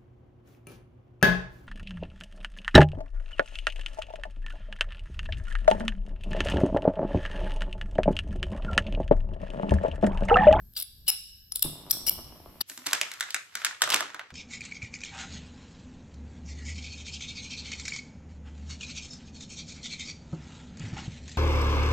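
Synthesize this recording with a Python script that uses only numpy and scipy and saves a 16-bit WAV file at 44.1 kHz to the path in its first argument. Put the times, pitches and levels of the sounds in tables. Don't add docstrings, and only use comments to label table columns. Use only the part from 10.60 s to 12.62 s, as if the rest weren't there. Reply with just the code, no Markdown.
import sys
import numpy as np
from scipy import signal
from scipy.fft import rfft, irfft, next_fast_len
from scipy.io import wavfile
from scipy.ndimage import uniform_filter1d, minimum_filter1d

SR = 44100
rng = np.random.default_rng(int(sys.argv[2]) if len(sys.argv) > 2 else 0)


def linear_from_db(decibels):
    return 10 ** (np.asarray(decibels, float) / 20)


def int16_out(signal):
    q = np.round(np.clip(np.atleast_2d(signal).T, -1, 1) * 32767)
    wavfile.write(sys.argv[1], SR, q.astype(np.int16))


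N = 89170
TIME_S = np.arange(N) / SR
LEFT_RIGHT = np.array([[1], [-1]])
LIGHTS_S = 1.035


def level(x, db):
    return x * linear_from_db(db) / np.sqrt(np.mean(x ** 2))


def colour(x, table):
    n = next_fast_len(N + 4096)
    hz = np.maximum(np.arange(n // 2 + 1) * SR / n, 1)
    points = np.array(table, float)
    gain = linear_from_db(np.interp(np.log(hz), np.log(points[:, 0]), points[:, 1]))
    return irfft(rfft(x, n) * gain, n)[..., :N]


def ring(x, hz, t60_s):
    pole = np.exp(2j * np.pi * hz / SR - np.log(1000) / (max(t60_s, .001) * SR))
    return signal.lfilter([1], [1, -pole], x)


def walk(rate_hz):
    k = int(SR / rate_hz)
    steps = np.repeat(rng.standard_normal(N // k + 1), k)
    return 0.69 * uniform_filter1d(uniform_filter1d(steps, k), k)[:N]


def grains(per_s, spread_db):
    chance, sign, size = rng.random((3, N))
    clicks = (chance < per_s / SR) * np.sign(sign - .5) * linear_from_db(-spread_db * np.log(1 - size))
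    return level(clicks, 0)


def thuds(table):
    out = np.zeros(N)
    for start_s, db, hz, t60_s in table:
        age_s = np.maximum(TIME_S - start_s, 0)
        out += linear_from_db(db) * np.sin(2 * np.pi * hz * age_s) * np.exp(-np.log(1000) * age_s / t60_s)
    return out


def two_ports(left_db, lead_rad):
    return linear_from_db(left_db / 2 * LEFT_RIGHT) * np.exp(-1j * lead_rad * np.array([[0], [1]]))


def stereo_noise(table, db, mono_hz, flicker_db):
    mid, side = (colour(rng.standard_normal(N), table) for _ in range(2))
    side = signal.lfilter(*signal.butter(1, mono_hz, "high", fs=SR), side)
    return level(mid + side * LEFT_RIGHT, db) * linear_from_db(flicker_db * walk(10.5))


def ventilation():
    # frequency in Hz, level in dB per Hz.
    air = [(22, -9), (56, -1), (108, -12.5), (170, -16.5), (380, -35), (2200, -59.5)]
    return stereo_noise(air, -56.5, mono_hz=400, flicker_db=5.6)


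def gas_jet():
    # frequency in Hz, level in dB per Hz.
    jet = [(1200, -29), (1650, -2.5), (2000, -23.5), (4500, -9.5), (6600, -11), (10200, -15.5), (12500, 8),
           (15800, -22)]
    return stereo_noise(jet, -62, mono_hz=620, flicker_db=0.44)


def striker():
    # start in seconds, level in dB at file teeth, cup rim, cup, arms.
    snaps = [(0.136, -50.5, -54, -59, -56), (0.167, -45, -44, -59, -53), (0.1754, -34, -38, -34, -32),
             (0.18, -44, -56, -60, -42), (0.1998, -24.5, -25.5, -34, -57), (0.212, -42, -32, -39, -54),
             (0.2266, -30.5, -33.5, -36, -65), (0.4826, -17, -16, -52, -18),
             (0.5006, -15.5, -13, -17.5, -34), (0.9211, -52, -22.5, -29, -58),
             (0.958, -23, -16.5, -30.5, -24.5), (0.971, -45, -52.5, -44, -64), (.994, -36, -28.5, -40, -53),
             (1.0241, -6.5, -18, -20, -23), (1.3095, -6, -27, -6.5, -18), (1.314, -6.5, -9, -20.5, -39),
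             (1.4718, -23, -32.5, -27, -43), (1.479, -30, -40, -22, -45), (1.49, -36, -52, -21, -49),
             (1.4941, -4.5, -45, -19, -19), (2.009, -37, -52, -57, -43), (2.012, -20, -37, -55, -16.5)]
    # start in
    # seconds, length in seconds, level in dB at file teeth, cup, arms.
    drags = [(0.149, 0.012, -66, -80, -55.5), (0.162, 0.018, -44, -52, -34), (0.177, 0.022, -45, -46, -41),
             (0.197, 0.019, -49, -57, -41), (0.22, 0.0063, -40, -50, -39), (0.464, 0.015, -64, -65, -45.5),
             (.478, 0.021, -24.5, -26.5, -33.5), (0.915, 0.012, -66, -59, -47),
             (0.951, 0.022, -46, -63, -45.5), (1.0249, 0.0045, -13.5, -22, -15),
             (1.296, 0.01, -52, -60, -52), (1.307, 0.005, -47, -30, -21.5),
             (1.463, 0.024, -37.5, -31.5, -63), (1.483, 0.0055, -29.5, -23, -52),
             (2.005, 0.014, -43.5, -35, -40)]
    # frequency in Hz, level in dB, t60 in seconds.
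    teeth = [(11470, -11, 0.0065), (12120, -6.5, 0.0056), (13250, -6.5, 0.0055), (13560, -20.5, 0.011),
             (15300, -48, 0.001), (9100, -16, 0.0044)]
    rim = [(10770, -3, .008), (10740, -21, .06), (8580, -12, .006), (7800, -15, .004)]
    cup = [(5365, -22, .05), (5330, -3, .008), (5700, -9, .004), (5080, -8, .005)]
    arms = [(4580, -11.5, 0.0027), (3860, -3.5, 0.0068), (3670, -12.5, 0.0084), (4170, -5.5, 0.01),
            (7400, -9.5, 0.0021), (1060, -23, .005), (4330, -1.5, 0.0012), (3120, -16, 0.001)]
    spring = [(2905, -3.5, 0.018), (2860, -48, 0.0033), (2307, -9, 0.03), (870, -15, 0.057)]
    # snap gain in dB, drag gain in dB.
    snap_db = (8, 3.5, 3.5, -3, -47)
    drag_db = (8, 12, 2, 1, 1.5)
    # left over right in dB, left phase lead in radians.
    left_louder_db = (4.7, 5.8, 5.4, 8.9, 5.3)
    left_leads_rad = (-0.75, -1.99, -1.55, -1.85, -0.21)
    # frequency in Hz, gain in dB.
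    radiation = [(200, -61), (600, -25), (1300, -15.5), (1800, -18.5), (2300, -15.5), (2700, -7.5),
                 (5900, 0), (6300, -6), (6900, -6), (7200, -0.5), (16000, -4.5)]
    snap_s, rise_s, fall_s, scatter_db = 0.0007, 0.0038, 0.0004, 2.76

    grit = grains(4000, 1.5) + 0.31 * rng.standard_normal(N)
    crack = rng.standard_normal(N)
    forces = []
    for row in snaps:
        age = np.maximum(TIME_S - row[0], 0) / snap_s
        forces.append(age * np.exp(1 - age) * crack * 0.18)
    for row in drags:
        start_s, length_s = row[:2]
        swell = np.minimum((TIME_S - start_s) / rise_s, (start_s + length_s - TIME_S) / fall_s)
        forces.append(np.clip(swell, 0, 1) * grit * 0.19)
    forces = np.array(forces)

    out = np.zeros((2, N))
    snap_columns, drag_columns = (1, 2, 3, 4, 3), (2, 2, 3, 4, 3)
    for part, modes in enumerate((teeth, rim, cup, arms, spring)):
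        force_db = [row[snap_columns[part]] + snap_db[part] for row in snaps]
        force_db += [row[drag_columns[part]] + drag_db[part] for row in drags]
        ports = two_ports(left_louder_db[part], left_leads_rad[part])
        for hz, mode_db, t60_s in modes:
            scatter = scatter_db * rng.standard_normal(len(force_db))
            gain = linear_from_db(np.array(force_db) + mode_db + scatter)
            out += (ring(gain @ forces, hz, t60_s) * ports).imag
    return colour(out, radiation)


def squeals():
    starts_s = [.153, .163, .470, .478, .493, 1.021, 1.298, 1.465, 1.484, 1.469, 1.479, 2.006, .917, .955]
    # length in seconds, frequency in Hz, level in dB.
    tones = [(0.0083, 4850, -43.5), (.009, 4750, -28), (0.015, 2940, -38.5), (0.0064, 2950, -22),
             (0.0079, 5400, -23.5), (0.0047, 4700, -29.5), (0.01, 4750, -35), (0.0056, 2916, -29.5),
             (0.0073, 2850, -28.5), (.008, 5600, -23.5), (0.0072, 5700, -21), (0.0068, 4580, -25),
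             (0.0057, 5100, -35), (.005, 4700, -36)]
    fade_s, rough_db = 0.0026, 5.5
    out = 0
    for start_s, (length_s, hz, db) in zip(starts_s, tones):
        swell = np.clip((TIME_S - start_s) / length_s, 0, 1) ** 0.74
        fade = np.exp(-np.maximum(TIME_S - start_s - length_s, 0) / fade_s)
        out = out + linear_from_db(db) * swell * fade * np.exp(2j * np.pi * hz * TIME_S)
    return (out * linear_from_db(rough_db * walk(600)) * two_ports(6.5, -1.02)).imag


def handle_knocks():
    # start in seconds, level in dB, frequency in Hz, t60 in seconds.
    knocks = [
        (.165, -51, 1600, .03),
        (.484, -39, 790, .05),
        (.497, -42, 780, .04),
        (.921, -48, 1250, .015),
        (.921, -53, 900, .015),
        (.958, -46, 1000, .02),
        (.958, -48, 1400, .015),
        (.96, -50, 500, .03),
        (1.024, -43, 1250, .015),
        (1.024, -46, 850, .015),
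    ]
    return thuds(knocks)


def flame():
    # frequency in Hz, level in dB per Hz.
    rumble = [(53, -43), (90, -2.5), (157, 0), (320, -0.7), (433, -9.5), (676, -3.5), (766, -10.5),
              (1040, -6.5), (1620, -23.5), (2500, -32), (3250, -20), (5500, -120)]
    smear = [
        [.941, -1.938, 1, 1, -1.938, .941],
        [.9, -1.885, 1, 1, -1.885, .9],
    ]
    # start in seconds, level in
    # dB.
    large_puffs = [(1.094, -54), (1.154, -40), (1.179, -48), (1.199, -57), (1.254, -44.5), (1.265, -38),
                   (1.331, -44), (1.348, -38), (1.369, -37), (1.414, -41), (1.474, -35.5), (1.513, -38.5),
                   (1.555, -43), (1.588, -33.5), (1.727, -48), (1.765, -48), (1.8, -43), (1.859, -41),
                   (1.901, -56.5), (1.956, -42.5), (2.01, -31.5)]
    # start in
    # seconds, level in dB, frequency in Hz, t60 in seconds.
    pops = [(1.046, -41, 900, .02), (1.048, -31, 190, .05), (1.05, -36, 60, .1), (1.05, -28, 320, .045),
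            (1.059, -34, 1050, .014), (1.06, -29, 150, .07), (1.062, -38, 580, .02), (1.088, -39, 150, .08),
            (2.008, -39, 900, .02), (1.594, -40, 700, .009), (2.009, -34, 1800, .02),
            (1.062, -35, 300, .04), (2.009, -34, 1400, .02)]
    flare_db, flare_s, puffs_per_s, puff_gain_db = 12, 0.014, 150, 34

    age_s = TIME_S - LIGHTS_S
    puffs = signal.sosfilt(smear, grains(puffs_per_s, 2.5)) + 0.5 * rng.standard_normal(N)
    puffs = level(colour(puffs, rumble), -55)
    flare = flare_db * np.exp(-np.maximum(age_s, 0) / flare_s)
    small = puffs * np.clip(age_s / 0.011, 0, 1) * linear_from_db(flare + 1.5 * walk(10.975))

    large = np.zeros(N)
    for start_s, db in large_puffs:
        large[int(start_s * SR)] = linear_from_db(db + puff_gain_db)
    large = colour(signal.sosfilt(smear + smear, large), rumble)
    return small + large + thuds(pops)


def flame_hiss():
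    # frequency in Hz, level in dB per Hz.
    hiss = [(1180, -19), (2000, -9), (5430, -14), (8330, -20.5), (11000, -9.5), (14300, -26), (22000, -120)]
    lit = np.clip((TIME_S - LIGHTS_S) / 0.013, 0, 1)
    return lit * stereo_noise(hiss, -62.5, mono_hz=670, flicker_db=0.52)


def room(x):
    # band centre in Hz, t60 in seconds, level in dB.
    bands = [(199, 0.29, -6.5), (600, 0.28, -16.5), (1500, 0.29, -9.5), (2970, 0.92, -15),
             (3430, 0.83, -12), (5130, 0.95, -14.5), (7900, 0.64, -15.5), (11400, 0.45, -16),
             (12800, 0.38, -22)]
    bench_s, bench_share, first_wall_s, build_s = 0.001, 0.55, 0.0115, 0.003
    wall_db, wall_s, mono_hz = 4.5, 0.045, 485

    t = TIME_S - first_wall_s
    noise = rfft(rng.standard_normal((2, N)))
    log_hz = np.log(np.maximum(np.arange(N // 2 + 1) * SR / N, 1))
    log_centres = np.log([row[0] for row in bands])
    onset = np.clip(t / build_s, bench_share, 1) * (t > bench_s - first_wall_s)
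    walls_db = wall_db * np.exp(-np.abs(t) / wall_s)
    tail = 0
    for k, (_, t60_s, db) in enumerate(bands):
        weight = np.interp(log_hz, log_centres, np.arange(len(bands)) == k)
        decay = linear_from_db(db - 2.0 - 60 * t / t60_s + walls_db) * np.sqrt(14 / (t60_s * SR))
        tail = tail + irfft(noise * weight, N) * decay * onset
    mid = tail[0]
    side = signal.lfilter(*signal.butter(1, mono_hz, "high", fs=SR), tail[1])
    tail = np.array([mid + side, mid - side]) / np.sqrt(2)
    return signal.fftconvolve(x[None], tail, axes=1)[:, :N]


def scene():
    # time in seconds, extra left over right in dB.
    turn = [(0, -4.7), (.5, 0.5), (.95, -2), (1.3, 1.5), (2.0, 0)]
    background = ventilation() + gas_jet()
    tool = striker() + squeals() + handle_knocks()
    fire = flame()
    turn_db = np.interp(TIME_S, *np.transpose(turn))
    direct = tool * linear_from_db(turn_db / 2 * LEFT_RIGHT) + fire * linear_from_db(-0.6 * LEFT_RIGHT)
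    return direct + room(tool[0] + 2 * fire) + flame_hiss() + background


def roll_off(x):
    return signal.sosfilt(signal.butter(12, 16670, fs=SR, output="sos"), x)


def record(dry):
    # frequency in Hz, gain in dB.
    port_dip = [(5800, 0.06), (6200, -7.5), (6900, -4), (7200, 0.2)]
    limit_db, ratio, hold_s, slew_s = -21.5, 1.895, 0.0085, 0.001
    mono_above_hz, top_side, top_hz = 11800, 0.083, 15900

    hold = int(hold_s * SR)
    loud = np.sqrt(uniform_filter1d(np.mean(dry ** 2, axis=0), size=40))
    over_db = np.maximum(20 * np.log10(loud + 1e-9) - limit_db, 0)
    duck_db = -over_db * (1 - 1 / ratio)
    duck_db = minimum_filter1d(duck_db, hold + 1, origin=hold // 2 - 20)
    x = colour(dry, port_dip) * linear_from_db(uniform_filter1d(duck_db, int(slew_s * SR) + 1))

    top = signal.sosfiltfilt(signal.butter(8, mono_above_hz, "high", fs=SR, output="sos"), x)
    x = x - top + top[0] + top_side * (top[0] - top[1]) * LEFT_RIGHT
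    x = signal.sosfilt(signal.ellip(8, .2, 70, top_hz, fs=SR, output="sos"), x)
    return roll_off(x)


dry = scene()
out = record(dry)
int16_out(out)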